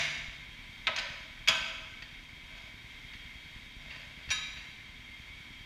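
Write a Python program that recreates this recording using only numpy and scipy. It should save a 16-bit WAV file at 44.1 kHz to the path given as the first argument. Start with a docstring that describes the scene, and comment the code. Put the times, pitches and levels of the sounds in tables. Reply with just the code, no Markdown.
"""One microphone in a sheet-metal workshop, a steel bar at work on a tractor's wheel rim.
The bar knocks and rings; the tyre damps the rim, so each knock is a short clank the hall carries on.
Further back, a hollow hiss and a low motor hum run throughout, with a soft electrical ticking.
More knocks come near 0.9 s and 1.5 s, then light clinks and scrapes from 2 s on.
At 4.3 s the bar comes free and rings out, and a last clink and faint scrapes follow."""
import sys
import numpy as np
from scipy import signal
from scipy.fft import rfft, irfft
from scipy.io import wavfile
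from scipy.ndimage import uniform_filter1d

SR = 44100
rng = np.random.default_rng(int(sys.argv[2]) if len(sys.argv) > 2 else 0)


def master(y):
    """Save y as 16-bit WAV."""
    cut = np.clip(np.atleast_2d(y).T, -1, 1)
    pcm = np.round(cut * 32767)  # scale
    wavfile.write(sys.argv[1], SR, pcm.astype(np.int16))


N = 249165
T = np.arange(N) / SR
HZ = np.fft.rfftfreq(N, 1 / SR)

# the rim's strong modes: pitch_hz, width_hz, lift_db
RIM_MODES = [(160, 28, 15.5), (236, 15, 17), (555, 28, 12.5), (650, 14, 21.5), (993, 46, 15),
             (1270, 25, 12), (1553, 51, 16.5), (2200, 120, 8.5), (2550, 51, 13), (2590, 7.8, 8.5),
             (2732, 47, 10), (2894, 22, 8), (3230, 23, 0), (3234, 72, 10.5), (3350, 72, 8), (3690, 230, 5),
             (4430, 140, 7.5), (4830, 130, 9), (4980, 57, 9), (4960, 70, 2), (5930, 80, 5), (6170, 31, -27),
             (6740, 44, 10.5), (6680, 100, 10), (8450, 73, -28), (9560, 51, 10), (12300, 91, 7)]
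# the dense weak modes between them: frequency_hz, relative_db
RIM_SPECTRUM = [(40, -24), (130, -17), (250, -17.5), (420, -16.5), (800, -7.5), (1400, -4), (2300, 4),
                (3400, -0.5), (4100, -6), (5500, -9), (7000, -16), (7500, -22), (11000, -33.5),
                (15500, -43)]
# the hall's reverberation time: frequency_hz, t60_s
HALL_DECAY = [(100, 0.84), (500, 1.29), (1200, 1.11), (2500, 1.135), (4000, 0.97), (7000, 0.93),
              (11000, 0.82), (16000, 1)]
# the low rumble of the motor and of the shaken wheel: frequency_hz, relative_db
RUMBLE_SPECTRUM = [(10, -21), (30, 10.5), (60, 5), (110, -4), (180, -6), (215, -3), (248, -7.5), (275, -5),
                   (350, -13), (500, -18.5), (1000, -89)]


def amp(db):
    """Decibels to gain."""
    return 10 ** (np.asarray(db) / 20)


def unit_rms(x):
    """Scales to rms 1."""
    return x / np.sqrt(np.mean(abs(x) ** 2) + 1e-20)


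def curve_at(points, hz):
    """Reads a table on a log-frequency axis."""
    point_hz, value = np.transpose(points)
    return np.interp(np.log(hz + 1), np.log(point_hz + 1), value)


def add(mix, start_s, sound):
    """Mixes a sound in at start_s, which may lie before zero."""
    at = round(start_s * SR)
    sound = sound[max(-at, 0):]
    part = mix[max(at, 0):][:len(sound)]
    part += sound[:len(part)]


def resonant_gain(spectrum, modes, hz):
    """Gain of a broad spectrum with resonances standing out of it."""
    lift = sum((amp(lift_db) ** 2 - 1) / (1 + (2 * (hz - pitch_hz) / width_hz) ** 2) ** 1.05
               for pitch_hz, width_hz, lift_db in modes)
    return amp(curve_at(spectrum, hz)) * np.sqrt(np.maximum(1 + lift, 0.1))


def noise(gain):
    """Steady noise of rms 1, coloured by a gain curve."""
    return unit_rms(irfft(rfft(rng.standard_normal(N)) * gain, N))


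def drift(rate_hz):
    """Slow random motion of rms 1."""
    return noise(np.exp(-(HZ / rate_hz) ** 2))


def minimum_phase(gain):
    """The minimum-phase impulse response of a gain curve."""
    log_gain = np.log(np.maximum(np.r_[gain, gain[-2:0:-1]], 1e-5))
    return np.fft.ifft(np.exp(np.conj(signal.hilbert(log_gain)))).real


def bar_ring(beat_hz=16, strike_rise_s=0.0047, linger_rise_s=0.0092):
    """The bar rings in clean modes; the hall holds each one on, beating as the bar is swung."""
    # jolts to the bar, the last as it slips off the rim: start_s, gain_db
    jolts = [(-0.08, -3.5), (1.485, -11.5), (4.308, -0.5)]
    # the free bar's modes: pitch_hz, strike_db, t60_s, linger_db
    bar_modes = [(1272, -42.5, 0.38, -52), (1550, -44, 0.49, -50), (1703, -32.5, 0.25, -44),
                 (2024, -50, 0.39, -46), (2356, -29.5, 0.3, -38), (2746, -36, 0.26, -60),
                 (3150, -38, .25, -43), (3776, -34, 0.75, -37.5), (3920, -44, 0.43, -38),
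                 (4452, -36, 0.12, -56), (4856, -43, .25, -49), (5845, -25, 0.11, -46),
                 (6923, -38, 0.2, -50.5), (7570, -60, .2, -62), (8150, -44, 0.13, -68),
                 (9388, -56, 0.27, -63), (11210, -45, .13, -66)]
    t, out = np.arange(SR) / SR, np.zeros(N)
    coarse_t = t[::20]
    for start_s, gain_db in jolts:
        for hz, strike_db, t60_s, linger_db in bar_modes:
            strike = amp(strike_db - 60 * t / t60_s) * (1 - np.exp(-t / strike_rise_s))
            linger = amp(linger_db - 60 * t / curve_at(HALL_DECAY, hz))
            linger *= 1 - np.exp(-t / linger_rise_s)
            detune, phase = np.hsplit(rng.standard_normal((12, 2)), 2)  # twelve echo paths
            paths = np.exp(2j * np.pi * (beat_hz * detune * coarse_t + phase))
            echoes = np.interp(t, coarse_t, paths.sum(0))
            echoes /= np.sqrt(abs(echoes) + 0.1)  # keeps the beats shallow
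            echoes /= np.sqrt(np.mean(abs(echoes[:SR // 5]) ** 2))
            mode = (strike + linger * echoes) * np.exp(2j * np.pi * hz * t)
            add(out, start_s, amp(gain_db) * mode.imag)
    return out


def knocks(spot_damping=0.077, spot_db=9.5, crack_db=-26):
    """Blows of the bar on the rim, some dull and some bright, each with a short crack."""
    # bar on rim: start_s, level_db, bass_db, treble_db, clatter_t60_s, mode_share (0-1),
    # spot_low_hz, spot_high_hz (the pitches that the struck spot favours)
    blows = [(-0.06, -14, -1.5, 0, 0.039, 0.3, 1730, 2160), (-0.03, -23.5, 0.5, 7, 0.083, 0.45, 684, 3650),
             (0.8697, -25, -2, -5.5, 0.034, 0.15, 3740, 3950),
             (0.874, -27, 5, -14, 0.072, 0.51, 1290, 2050), (0.888, -33.5, 13, -21, 0.062, 0.71, 580, 615),
             (0.9623, -33, 2, 4.5, 0.035, 0.53, 4150, 6300), (0.975, -32, 1.5, -14, 0.16, 0.47, 1510, 1830),
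             (0.985, -31.5, -1, 3, 0.065, 0.22, 4000, 4890),
             (1.475, -25, -12, -3.5, 0.048, 0.71, 1220, 6460), (1.479, -25.5, -10, 0, 0.021, 1, 1570, 2500),
             (1.4843, -18, -16.5, 7.5, 0.03, 0.98, 3340, 11500),
             (1.489, -22, 4, -6, 0.16, 0.96, 1330, 3060), (4.3036, -31.5, -3.5, 5, 0.04, 0.42, 4180, 5900),
             (4.309, -29, 0, 3.5, 0.083, 0.32, 1074, 2400)]
    out = np.zeros(N)
    for start_s, level_db, bass_db, treble_db, clatter_t60_s, mode_share, *spot_hz in blows:
        spot_modes = [(hz, spot_damping * hz, spot_db) for hz in spot_hz]
        add(out, start_s, rim_clank(level_db, bass_db, treble_db, clatter_t60_s, mode_share, spot_modes))
        add(out, start_s, crack(level_db + treble_db + crack_db))
    return out


def rim_clank(level_db, bass_db, treble_db, clatter_t60_s, mode_share, spot_modes):
    """One contact rings the damped rim, coloured by the struck spot, and the hall carries it on."""
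    hz = np.fft.rfftfreq(8192, 1 / SR)
    bass_shelf = 1 / (1 + (hz / 1400) ** 6)
    treble_shelf = 1 - 1 / (1 + (hz / 4400) ** 14)
    # countless narrow modes of the steel ripple the treble
    ripple = unit_rms(uniform_filter1d(rng.standard_normal(len(hz)), size=10))
    colour_db = bass_db * bass_shelf + treble_db * treble_shelf + 5 * ripple * hz / (hz + 3500)
    modes = [(pitch_hz, width_hz, lift_db * mode_share) for pitch_hz, width_hz, lift_db in RIM_MODES]
    rim = resonant_gain(RIM_SPECTRUM, modes, hz)
    spot = resonant_gain([(1, 0)], spot_modes, hz)  # peaks on a flat spectrum
    ring = minimum_phase(rim * spot * amp(colour_db))
    # a longer clatter shakes more of the wheel and fills the hall more: 3 dB per doubling
    hall_db = -5.5 + 3 * np.log2(clatter_t60_s / 0.055)
    paths = amp(hall_db) * hall_tail()
    add(paths, 0, clatter(clatter_t60_s))
    gain = amp(level_db) * np.sqrt(0.01 * SR)  # the level is the blow's energy spread over 10 ms
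    return gain * signal.fftconvolve(paths, ring / np.linalg.norm(ring))


def crack(level_db, t60_s=0.012, low_hz=5500):
    """The snap of steel on steel, before the rim rings: a few milliseconds of treble."""
    t = np.arange(SR // 20) / SR
    highpass = signal.butter(2, low_hz, "high", fs=SR, output="sos")
    snap = signal.sosfilt(highpass, rng.standard_normal(len(t)))
    return snap * amp(level_db - 60 * t / t60_s)


def clatter(t60_s, spread_s=0.0014, size=8192):
    """A contact and its close bounces between wheel, tyre and floor: a colourless burst."""
    t = np.arange(size) / SR
    rise = 1 - 0.52 * np.exp(-t / spread_s)  # the blow takes a moment to spread round the rim
    bounces = rng.standard_normal(size) * rise * amp(-60 * t / t60_s)
    power = uniform_filter1d(abs(rfft(bounces)) ** 2, size=61)
    whitener = minimum_phase(1 / np.sqrt(power))
    return signal.fftconvolve(bounces, whitener)[:size]


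def hall_tail(build_s=0.018):
    """The workshop's diffuse echoes, of energy 1; the midrange lasts longest."""
    hz, frame_s, spectra = signal.stft(rng.standard_normal(2 * SR), SR, nperseg=256)
    decay = amp(-60 * frame_s / curve_at(HALL_DECAY, hz)[:, None])
    tail = signal.istft(spectra * decay, SR, nperseg=256)[1]
    t = np.arange(len(tail)) / SR
    tail *= 1 - np.exp(-(t / build_s) ** 2)
    return tail / np.linalg.norm(tail)


def wheel_drone(pitch_hz=145, t60_s=1.76, rise_s=0.0062, shudder_db=-6):
    """The wheel's lowest mode, which the tyre hardly damps, and a low shudder that dies with it."""
    # blows and shoves that shake the whole wheel: start_s, level_db
    shoves = [(-0.06, -46.5), (1.483, -58), (3.80, -56), (4.305, -56)]
    t, out = np.arange(2 * SR) / SR, np.zeros(N)
    for start_s, level_db in shoves:
        shudder = amp(shudder_db) * noise(amp(curve_at(RUMBLE_SPECTRUM, HZ)))[:len(t)]
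        envelope = amp(level_db - 60 * t / t60_s) * (1 - np.exp(-t / rise_s))
        add(out, start_s, envelope * (np.sin(2 * np.pi * pitch_hz * t) + shudder))
    return out


def machinery(hiss_db=-50.5, rumble_db=-57):
    """Further back, a hollow hiss as of air in a hose, over a motor's rumble and wavering hum."""
    # the broad shape of the hiss: frequency_hz, relative_db
    hiss_spectrum = [(300, -15.5), (500, -9), (1200, -4), (1700, 4.5), (2500, 5), (3000, 2.5), (3800, 5),
                     (4100, -5), (4700, -5.5), (5500, -8.5), (6600, -13), (7200, -14), (10000, -20),
                     (15000, -21.5)]
    # its hollow resonances: pitch_hz, width_hz, lift_db
    hiss_modes = [(647, 270, 4), (998, 72, 8.6), (1550, 12, 4.7), (2114, 28, 15.6), (2251, 87, 11.9),
                  (3232, 60, 12.25), (3715, 11, 9.3), (4350, 38, 9.3), (4640, 80, 5.5), (5670, 51, 6.9),
                  (6480, 80, 6.2)]
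    # the motor's tones: pitch_hz, level_db
    hum_tones = [(152, -72.5), (113, -69.5), (244.4, -70.5)]
    hiss = noise(resonant_gain(hiss_spectrum, hiss_modes, HZ)) * amp(hiss_db + 0.5 * drift(2.6))
    rumble = noise(amp(curve_at(RUMBLE_SPECTRUM, HZ))) * amp(rumble_db)
    hum = np.zeros(N)
    for pitch_hz, level_db in hum_tones:
        peak = np.sqrt(2) * amp(level_db + 2 * drift(4.0))
        hum += peak * np.sin(2 * np.pi * pitch_hz * T + 0.77 * drift(1.4))
    return hiss + rumble + hum


def ticking(first_s=0.0792, period_s=0.1024, pulse_db=-39.5, decay_s=0.0065, band_hz=(33, 250)):
    """Short, evenly spaced electrical pulses, rounded into a soft low flutter."""
    t, pulses = np.arange(SR // 20) / SR, np.zeros(N)
    for start_s in np.arange(first_s, T[-1], period_s):
        add(pulses, start_s, -np.exp(-t / decay_s) * amp(pulse_db + rng.standard_normal()))
    bandpass = signal.butter(2, band_hz, "band", fs=SR, output="sos")
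    return signal.sosfilt(bandpass, pulses)


def bumps():
    """Dull, low pushes that die within a few cycles."""
    # each push: start_s, level_db, pitch_hz, length_cycles
    pushes = [(0.283, -40.5, 38.4, 1.1), (1.495, -41, 137, 2.4), (4.293, -38, 92, 1.26)]
    t, out = np.arange(SR // 4) / SR, np.zeros(N)
    for start_s, level_db, pitch_hz, length_cycles in pushes:
        envelope = amp(level_db) * np.exp(-(t * pitch_hz / length_cycles) ** 2)
        add(out, start_s, -envelope * np.sin(2 * np.pi * pitch_hz * t))
    return out


def clinks():
    """The bar touches the rim lightly as it is moved, always with the same pitches."""
    # light touches: start_s, level_db, clatter_t60_s
    touches = [(2.021, -41.5, 0.054), (3.135, -45, .045), (3.905, -42, 0.13), (3.944, -49, .12),
               (4.290, -41, 0.082), (4.571, -42.5, 0.16)]
    # the clink's resonances: pitch_hz, width_hz, lift_db
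    clink_modes = [(1850, 70, 14), (2700, 80, 9), (4580, 120, 15), (6250, 150, 9)]
    out = np.zeros(N)
    for start_s, level_db, clatter_t60_s in touches:
        clink = rim_clank(level_db, bass_db=-0.5, treble_db=-5, clatter_t60_s=clatter_t60_s,
                          mode_share=0.15, spot_modes=clink_modes)
        add(out, start_s, clink)
    return out


def scrape(slips_per_s=900, groan_hz=630, groan_width_hz=120, groan_db=20, grit_db=3):
    """Tiny slips of the dragged bar excite the rim: a low groan under gritty treble."""
    # drags along the rim, each swelling and fading in one arch: start_s, length_s, level_db
    strokes = [(2.412, 0.38, -55), (3.722, 0.46, -53.5), (4.07, 0.25, -58.5), (4.4, 0.3, -68),
               (5.224, 0.41, -72)]
    slips = rng.standard_normal(N) * (rng.random(N) < slips_per_s / SR)
    rim = resonant_gain(RIM_SPECTRUM, RIM_MODES + [(groan_hz, groan_width_hz, groan_db)], HZ)
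    rim *= amp(grit_db * HZ ** 4 / (HZ ** 4 + 4000 ** 4))  # shelf above 4 kHz
    envelope = sum(amp(level_db) * np.sin(np.pi * np.clip((T - start_s) / length_s, 0, 1)) ** 2
                   for start_s, length_s, level_db in strokes)
    return unit_rms(irfft(rfft(slips) * rim, N)) * envelope


def scene():
    """The work on the wheel and the workshop behind it, at one microphone."""
    work = knocks() + clinks() + bar_ring() + wheel_drone() + scrape() + bumps()
    return (work + ticking() + machinery())[None]


def record(dry):
    """The recorder's band limit: a steep cut above 15.3 kHz."""
    lowpass = signal.firwin(511, 15300, window=("kaiser", 9), fs=SR)
    return signal.oaconvolve(dry, lowpass[None], "same")


dry = scene()
out = record(dry)
master(out)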